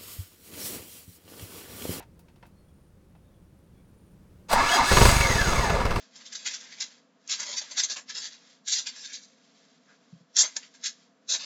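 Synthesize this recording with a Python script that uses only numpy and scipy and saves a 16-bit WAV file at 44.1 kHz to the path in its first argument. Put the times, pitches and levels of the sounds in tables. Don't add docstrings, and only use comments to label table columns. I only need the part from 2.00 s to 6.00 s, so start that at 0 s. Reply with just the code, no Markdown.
import sys
import numpy as np
from scipy import signal
from scipy.fft import rfft, irfft
from scipy.io import wavfile

SR = 44100
rng = np.random.default_rng(int(sys.argv[2]) if len(sys.argv) > 2 else 0)


def store_wav(level_fs):
    pcm = np.round(np.clip(np.atleast_2d(level_fs), -1, 1) * 32767)
    wavfile.write(sys.argv[1], SR, pcm.T.astype(np.int16))


N = 176400
TIME_S = np.arange(N) / SR
FREQ_HZ = np.fft.rfftfreq(N, 1 / SR)

# (time [s], level [dB])
ROOM_LEVEL = [(0, -56), (1.1, -57), (1.9, -56), (2.45, -54), (4, -76)]
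HIGH_WHINE_LEVEL = [(0, -87), (.45, -86), (.7, -81), (.9, -80), (.93, -90), (1.5, -86), (1.8, -82.5),
                    (2.14, -82), (2.17, -90)]
# (frequency [Hz], relative density [dB])
ROOM_SPECTRUM = [(15, -8), (30, -6), (50, -1), (80, -2.5), (110, -4), (185, -2.5), (250, -11.5),
                 (330, -11.5), (420, -17), (520, -14.5), (700, -24.5), (1100, -26.5), (2200, -34),
                 (4000, -38), (8000, -41), (17000, -44)]
TAP_SPECTRUM = [(100, -18), (450, -6), (750, 4), (950, 7.5), (1100, -8), (1400, -3), (2500, -6.5),
                (5000, -17), (8000, -27.5), (17000, -40)]
# (frequency [Hz], initial level [dB], width [Hz], growth [dB/s])
HUMS = [(81, -64.5, 8.9, 0.5), (181.8, -78.5, 8, 6.5)]
# (time [s], frequency [Hz], level [dB])
CHIRPS = [(.60, 4300, -80), (.68, 3320, -83), (1.27, 3650, -81), (1.35, 3400, -84), (1.78, 3440, -78.5),
          (1.79, 2330, -78)]
# (time [s], level [dB], tilt [dB/octave])
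TAPS = [(.002, -43.5, -1), (0.024, -51, 2), (0.192, -58.5, 13.5), (.283, -58, 2), (.359, -62.5, 4),
        (.427, -46.5, -2), (.453, -55.5, 0), (.464, -64, 13), (1.151, -57.5, -3.5)]
# (frequency [Hz], relative level [dB], T60 [s])
TAP_MODES = [(718, -9.5, 0.1), (914, -7.5, .14), (1396, -12, 0.083), (2620, -13, .1)]

# (frequency [Hz], width [Hz], lift [dB])
HOUSING_MODES = [(936, 72, 7.5), (1186, 56, 9), (1342, 77, 9), (1690, 88, 10), (2060, 63, 8.5),
                 (2194, 120, 4.5), (2630, 180, 7), (3596, 127, 8), (4058, 58, 11.5), (4905, 180, 6),
                 (5800, 76, 7), (6700, 270, 3.5), (7900, 100, 5), (8520, 93, 3)]
# (time [s], level [dB])
CLACKS = [(2.493, -41), (2.511, -25), (2.527, -16)]
# (frequency [Hz], relative density [dB])
CLACK_SPECTRUM = [(60, -12), (300, -15), (600, 5), (1000, 6), (2000, -13), (4000, -9.5), (8000, -17),
                  (12000, -18.5), (17000, -26)]
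GRIND_SPECTRUM = [(100, -32), (250, -1.5), (450, -8.5), (700, 4.5), (950, -1), (1300, 0), (1500, -3.5),
                  (2200, -3), (2700, -12.5), (4000, -17)]
RING_SPECTRUM = [(1400, -11), (2500, -1), (3000, -1), (3700, 1.5), (5000, 1), (6000, -1.5), (7000, -5),
                 (8000, -7.5), (11000, -26)]
HISS_SPECTRUM = [(4500, -17), (7300, -2), (8700, 0), (9700, -4.5), (11500, -6.5), (14000, -11),
                 (17000, -14)]
GROAN_SPECTRUM = [(400, -28), (620, -13), (740, -0.5), (950, 5), (1150, -10), (1350, -2), (1800, -19)]
# (time [s], level [dB])
GRIND_LEVEL = [(2.48, -57), (2.502, -36), (2.53, -30), (2.6, -23.5), (2.7, -26.5), (2.79, -24), (2.86, -28),
               (3.0, -26.5), (3.12, -25.5), (3.3, -30.5), (3.55, -31), (3.75, -31.5), (4, -37.5)]
RING_LEVEL = [(2.48, -58), (2.5, -37), (2.53, -33), (2.63, -33), (2.74, -27.5), (2.82, -32.5),
              (2.92, -26.5), (3.07, -25), (3.16, -30.5), (3.4, -33), (3.6, -34.5), (3.76, -40), (3.88, -46),
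              (4, -45.5)]
HISS_LEVEL = [(2.485, -69), (2.5, -45.5), (2.54, -36), (2.57, -48), (2.64, -46.5), (2.75, -35.5),
              (2.82, -49), (2.88, -36), (3.06, -28), (3.27, -41), (3.57, -44), (3.87, -56.5), (4, -53)]
THIN_METAL_LEVEL = [(2.5, -56), (2.62, -49), (2.74, -31), (2.82, -46), (2.95, -30), (3.12, -32),
                    (3.24, -33.5), (3.38, -36), (3.49, -34.5), (3.7, -41), (3.83, -56), (3.9, -69)]
# (frequency [Hz], relative level [dB], width [Hz])
THIN_METAL_MODES = [(6350, -8, 74), (6590, -3.5, 180)]
# (time [s], pitch [Hz], level [dB], octave level [dB])
WHINE_TRACK = [(2.49, 499, -52, -60), (2.53, 797.4, -28.5, -36), (2.58, 970, -27, -35),
               (2.67, 1255, -40, -44), (2.71, 1590, -35, -33), (2.76, 1640, -28, -27),
               (2.785, 1102, -30, -42), (2.82, 912.6, -29, -56), (2.86, 1347, -34, -51),
               (2.92, 2038, -28, -30.5), (3.1, 2480, -52, -58), (3.2, 2308, -35, -51),
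               (3.235, 2205, -27.5, -49), (3.3, 2027, -28, -49), (3.4, 1718, -29, -40),
               (3.5, 1350, -32, -51), (3.58, 1090, -36, -36), (3.67, 860, -31.5, -36),
               (3.75, 620, -31.5, -47), (3.88, 350, -44, -54)]
# (time [s], half length [s], level [dB])
GROANS = [(2.557, 0.038, -24.5), (2.799, 0.036, -22)]
# (frequency [Hz], level [dB], width [Hz])
SQUEAL_PARTIALS = [(706, -33, 70), (1700, -27.5, 63), (3300, -25.5, 39), (4890, -30, 110), (6650, -37, 99)]

# (time [s], thump level [dB], thump lag [s], puff level [dB], knock level [dB])
FIRINGS = [(2.910, -18, 0.0093, -15.5, -28), (2.966, -17, 0.016, -14, -21.5),
           (3.01, -7, 0.0157, -15.5, -26), (3.049, -7, 0.0122, -17.5, -24),
           (3.086, -9.5, 0.0013, -23, -25.5), (3.123, -12.5, 0.0046, -25, -30),
           (3.163, -12.5, .005, -35, -27.5), (3.204, -14, 0.0042, -31, -23), (3.252, -15, 0.0041, -27, -31),
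           (3.297, -17, .008, -26, -28), (3.352, -15.5, 0.0067, -25, -32), (3.409, -16.5, 0.0053, -32, -31),
           (3.469, -15.5, .013, -27, -30), (3.525, -24, .002, -25.5, -46),
           (3.582, -15.5, 0.01306, -26.5, -35), (3.637, -27, 0.0033, -23, -29),
           (3.693, -16.5, .012, -24.5, -30.5), (3.746, -21, 0.0042, -23.5, -39),
           (3.799, -20, .010, -23.5, -40), (3.85, -15.5, 0.0086, -25.5, -29.5),
           (3.905, -18.5, .004, -23.5, -33), (3.956, -15.5, 0.015, -28.5, -29.5)]
# (frequency [Hz], relative level [dB], rise [s], T60 [s])
EXHAUST_MODES = [(47, -8.5, 0.01, 0.15), (70, -14, 0.011, 0.15), (114.5, -8, 0.0078, 0.066),
                 (227.5, -15.5, 0.0022, 0.082)]
# (frequency [Hz], relative density [dB])
PUFF_SPECTRUM = [(40, -14), (130, 1.5), (220, 2), (300, -4.5), (400, 4), (480, -1), (600, 1), (780, -6.5),
                 (940, -0.5), (1350, -4.5), (2000, -17), (3200, -16.5), (8000, -42)]
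KNOCK_SPECTRUM = [(300, -25), (1300, 3), (2700, 5), (3400, -6.5), (5100, 0), (6500, -10), (9000, -15),
                  (12000, -17.5), (17000, -25)]
RUMBLE_SPECTRUM = [(12, 15), (30, 3), (65, 3), (90, -4), (140, 0.5), (200, -9.5), (300, -12), (420, -4.5),
                   (700, -11.5), (1500, -31)]
# (time [s], level [dB])
RUMBLE_LEVEL = [(2.5, -53), (2.535, -32.5), (2.64, -33), (2.69, -43.5), (2.78, -47), (2.81, -29.5),
                (2.88, -41), (2.93, -23.5), (3.04, -21.5), (3.17, -31.5), (3.5, -27.5), (4, -28.5)]


def amp(db):
    return 10 ** (np.asarray(db) / 20)


def unit_rms(x):
    return x / np.sqrt(np.mean(x ** 2) + 1e-20)


def curve(table, column=1):
    rows = np.array(table)
    return np.interp(TIME_S, rows[:, 0], rows[:, column])


def spectrum_db(table):
    hz, db = np.transpose(table)
    octave, knots = np.log2(FREQ_HZ + 1), np.log2(hz + 1)
    outside = abs(octave - np.clip(octave, knots[0], knots[-1]))
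    return np.interp(octave, knots, db) - 24 * outside


def shaped(x, gain_db):
    return unit_rms(irfft(rfft(x) * amp(gain_db), N))


def noise(gain_db):
    return shaped(rng.standard_normal(N), gain_db)


def wander(rate_hz):
    return unit_rms(irfft(rfft(rng.standard_normal(N)) / (1 + (FREQ_HZ / rate_hz) ** 4), N))


def fuzzy_tone(hz, width_hz):
    phase = 2 * np.pi * np.cumsum(hz * np.ones(N)) / SR
    return unit_rms(wander(width_hz / 2) * np.cos(phase) + wander(width_hz / 2) * np.sin(phase))


def burst(start_s, rise_s, t60_s):
    age_s = TIME_S - start_s
    attack = np.clip(age_s / rise_s, 0, 1)
    release = amp(-60 * np.clip((age_s - rise_s) / t60_s, 0, 2))
    return attack * release * (age_s < rise_s + 2 * t60_s)


def swell(peak_s, half_s):
    return np.exp(-((TIME_S - peak_s) / half_s) ** 2)


def workshop():
    room = amp(curve(ROOM_LEVEL)) * noise(spectrum_db(ROOM_SPECTRUM))
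    hums = sum(amp(db + db_per_s * TIME_S) * fuzzy_tone(hz, width_hz)
               for hz, db, width_hz, db_per_s in HUMS)
    whine = amp(curve(HIGH_WHINE_LEVEL)) * fuzzy_tone(hz=9460, width_hz=230)
    chirps = sum(amp(db) * swell(at_s, half_s=0.04) * fuzzy_tone(hz, width_hz=260)
                 for at_s, hz, db in CHIRPS)
    return room + hums + whine + chirps


def tap(at_s, level_db, tilt_db_per_octave):
    colour_db = spectrum_db(TAP_SPECTRUM) + tilt_db_per_octave * np.log2(FREQ_HZ + 1)
    click = burst(at_s, rise_s=0.0007, t60_s=0.094) * noise(colour_db)
    ring = sum(amp(db) * burst(at_s, 0.001, t60_s) * np.sin(2 * np.pi * hz * (TIME_S - at_s))
               for hz, db, t60_s in TAP_MODES)
    return amp(level_db) * (click + ring)


def housing_db():
    return sum(db / (1 + (2 * (FREQ_HZ - hz) / width_hz) ** 2) for hz, width_hz, db in HOUSING_MODES)


def underbody(x, depth_db=2, spacing_hz=45):
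    knots_hz = np.arange(0, SR / 2, spacing_hz)
    ripple = np.interp(FREQ_HZ, knots_hz, rng.standard_normal(len(knots_hz)))
    gain = amp(depth_db * np.clip(FREQ_HZ / 600, 0, 1) * ripple)
    return irfft(rfft(x, 2 * N) * np.repeat(gain, 2)[:N + 1])[:N]


def solenoid():
    envelope = sum(amp(db) * burst(at_s, rise_s=0.0035, t60_s=0.076) for at_s, db in CLACKS)
    return envelope * noise(spectrum_db(CLACK_SPECTRUM))


def starter_gears(rattle_depth_db=1, flicker_depth_db=0.5):
    rattle_db = rattle_depth_db * wander(rate_hz=253)
    bands = (GRIND_LEVEL, GRIND_SPECTRUM), (RING_LEVEL, RING_SPECTRUM), (HISS_LEVEL, HISS_SPECTRUM)
    out = np.zeros(N)
    for level, spectrum in bands:
        teeth = rng.standard_normal(N) * amp(rattle_db + flicker_depth_db * wander(rate_hz=900))
        out += amp(curve(level)) * shaped(teeth, spectrum_db(spectrum) + housing_db())
    return out


def thin_metal():
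    ring = sum(amp(db) * fuzzy_tone(hz, width_hz) for hz, db, width_hz in THIN_METAL_MODES)
    return amp(curve(THIN_METAL_LEVEL)) * ring


def starter_whine(shaft_ratio=0.25, shaft_db=-7.5):
    pitch_hz = curve(WHINE_TRACK)
    gear = fuzzy_tone(pitch_hz, width_hz=150)
    shaft = amp(shaft_db) * fuzzy_tone(shaft_ratio * pitch_hz, width_hz=51)
    octave = amp(curve(WHINE_TRACK, column=3)) * fuzzy_tone(2 * pitch_hz, width_hz=185)
    return amp(curve(WHINE_TRACK, column=2)) * (gear + shaft) + octave


def starter_groan():
    envelope = sum(amp(db) * swell(at_s, half_s) for at_s, half_s, db in GROANS)
    return envelope * noise(spectrum_db(GROAN_SPECTRUM) + 0.5 * housing_db())


def gear_squeal(peak_s=2.741, half_s=0.031, sag=0.006):
    arch = 1 - sag * np.minimum(((TIME_S - peak_s) / half_s) ** 2, 4)
    partials = sum(amp(db) * fuzzy_tone(hz * arch, width_hz) for hz, db, width_hz in SQUEAL_PARTIALS)
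    return swell(peak_s, half_s) * partials


def exhaust_thump(at_s, rebound_db=-15, rebound_delay_s=0.0123):
    near = abs(TIME_S - at_s) < 0.2
    age_s = TIME_S[near] - at_s
    before_s, after_s = np.minimum(age_s, 0), np.maximum(age_s, 0)
    out = np.zeros(N)
    for hz, db, rise_s, t60_s in EXHAUST_MODES:
        envelope = amp(db - 60 * after_s / t60_s) * np.exp(-(before_s / rise_s) ** 2)
        out[near] -= envelope * np.cos(2 * np.pi * hz * age_s)
    return out + amp(rebound_db) * swell(at_s + rebound_delay_s, half_s=0.0027)


def engine(full_push_db=-2.5, full_lag_s=0.013, push_delay_s=0.0032, ragged_depth_db=2.2):
    thumps, puff_envelope, knock_envelope = np.zeros((3, N))
    for at_s, thump_db, lag_s, puff_db, knock_db in FIRINGS:
        fullness = min(lag_s / full_lag_s, 1) ** 2
        push = amp(full_push_db) * fullness * swell(at_s + push_delay_s, half_s=0.0018)
        thumps += amp(thump_db) * (push + exhaust_thump(at_s + lag_s))
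        puff_envelope += amp(puff_db) * burst(at_s, rise_s=0.0067, t60_s=0.13)
        knock_envelope += amp(knock_db) * burst(at_s, rise_s=0.0044, t60_s=0.094)
    ragged = unit_rms(amp(ragged_depth_db * wander(rate_hz=210)))
    puffs = puff_envelope * noise(spectrum_db(PUFF_SPECTRUM) + 0.47 * housing_db())
    knocks = knock_envelope * noise(spectrum_db(KNOCK_SPECTRUM) + 0.38 * housing_db())
    rumble = amp(curve(RUMBLE_LEVEL)) * noise(spectrum_db(RUMBLE_SPECTRUM))
    return thumps + ragged * (puffs + knocks) + rumble


def scene(start_s=2.484, fade_in_s=0.004):
    starter = solenoid() + starter_gears() + thin_metal()
    starter += starter_whine() + starter_groan() + gear_squeal()
    machine = underbody(starter + engine())
    gate = np.clip((TIME_S - start_s) / fade_in_s, 0, 1)
    background = workshop() + sum(tap(*row) for row in TAPS)
    return (background + gate * machine)[None]


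def record(dry):
    cutoff_hz = 17100
    lowpass = signal.firwin(511, cutoff_hz, window=("kaiser", 9), fs=SR)
    return signal.oaconvolve(dry, lowpass[None], "same")


dry = scene()
out = record(dry)
store_wav(out)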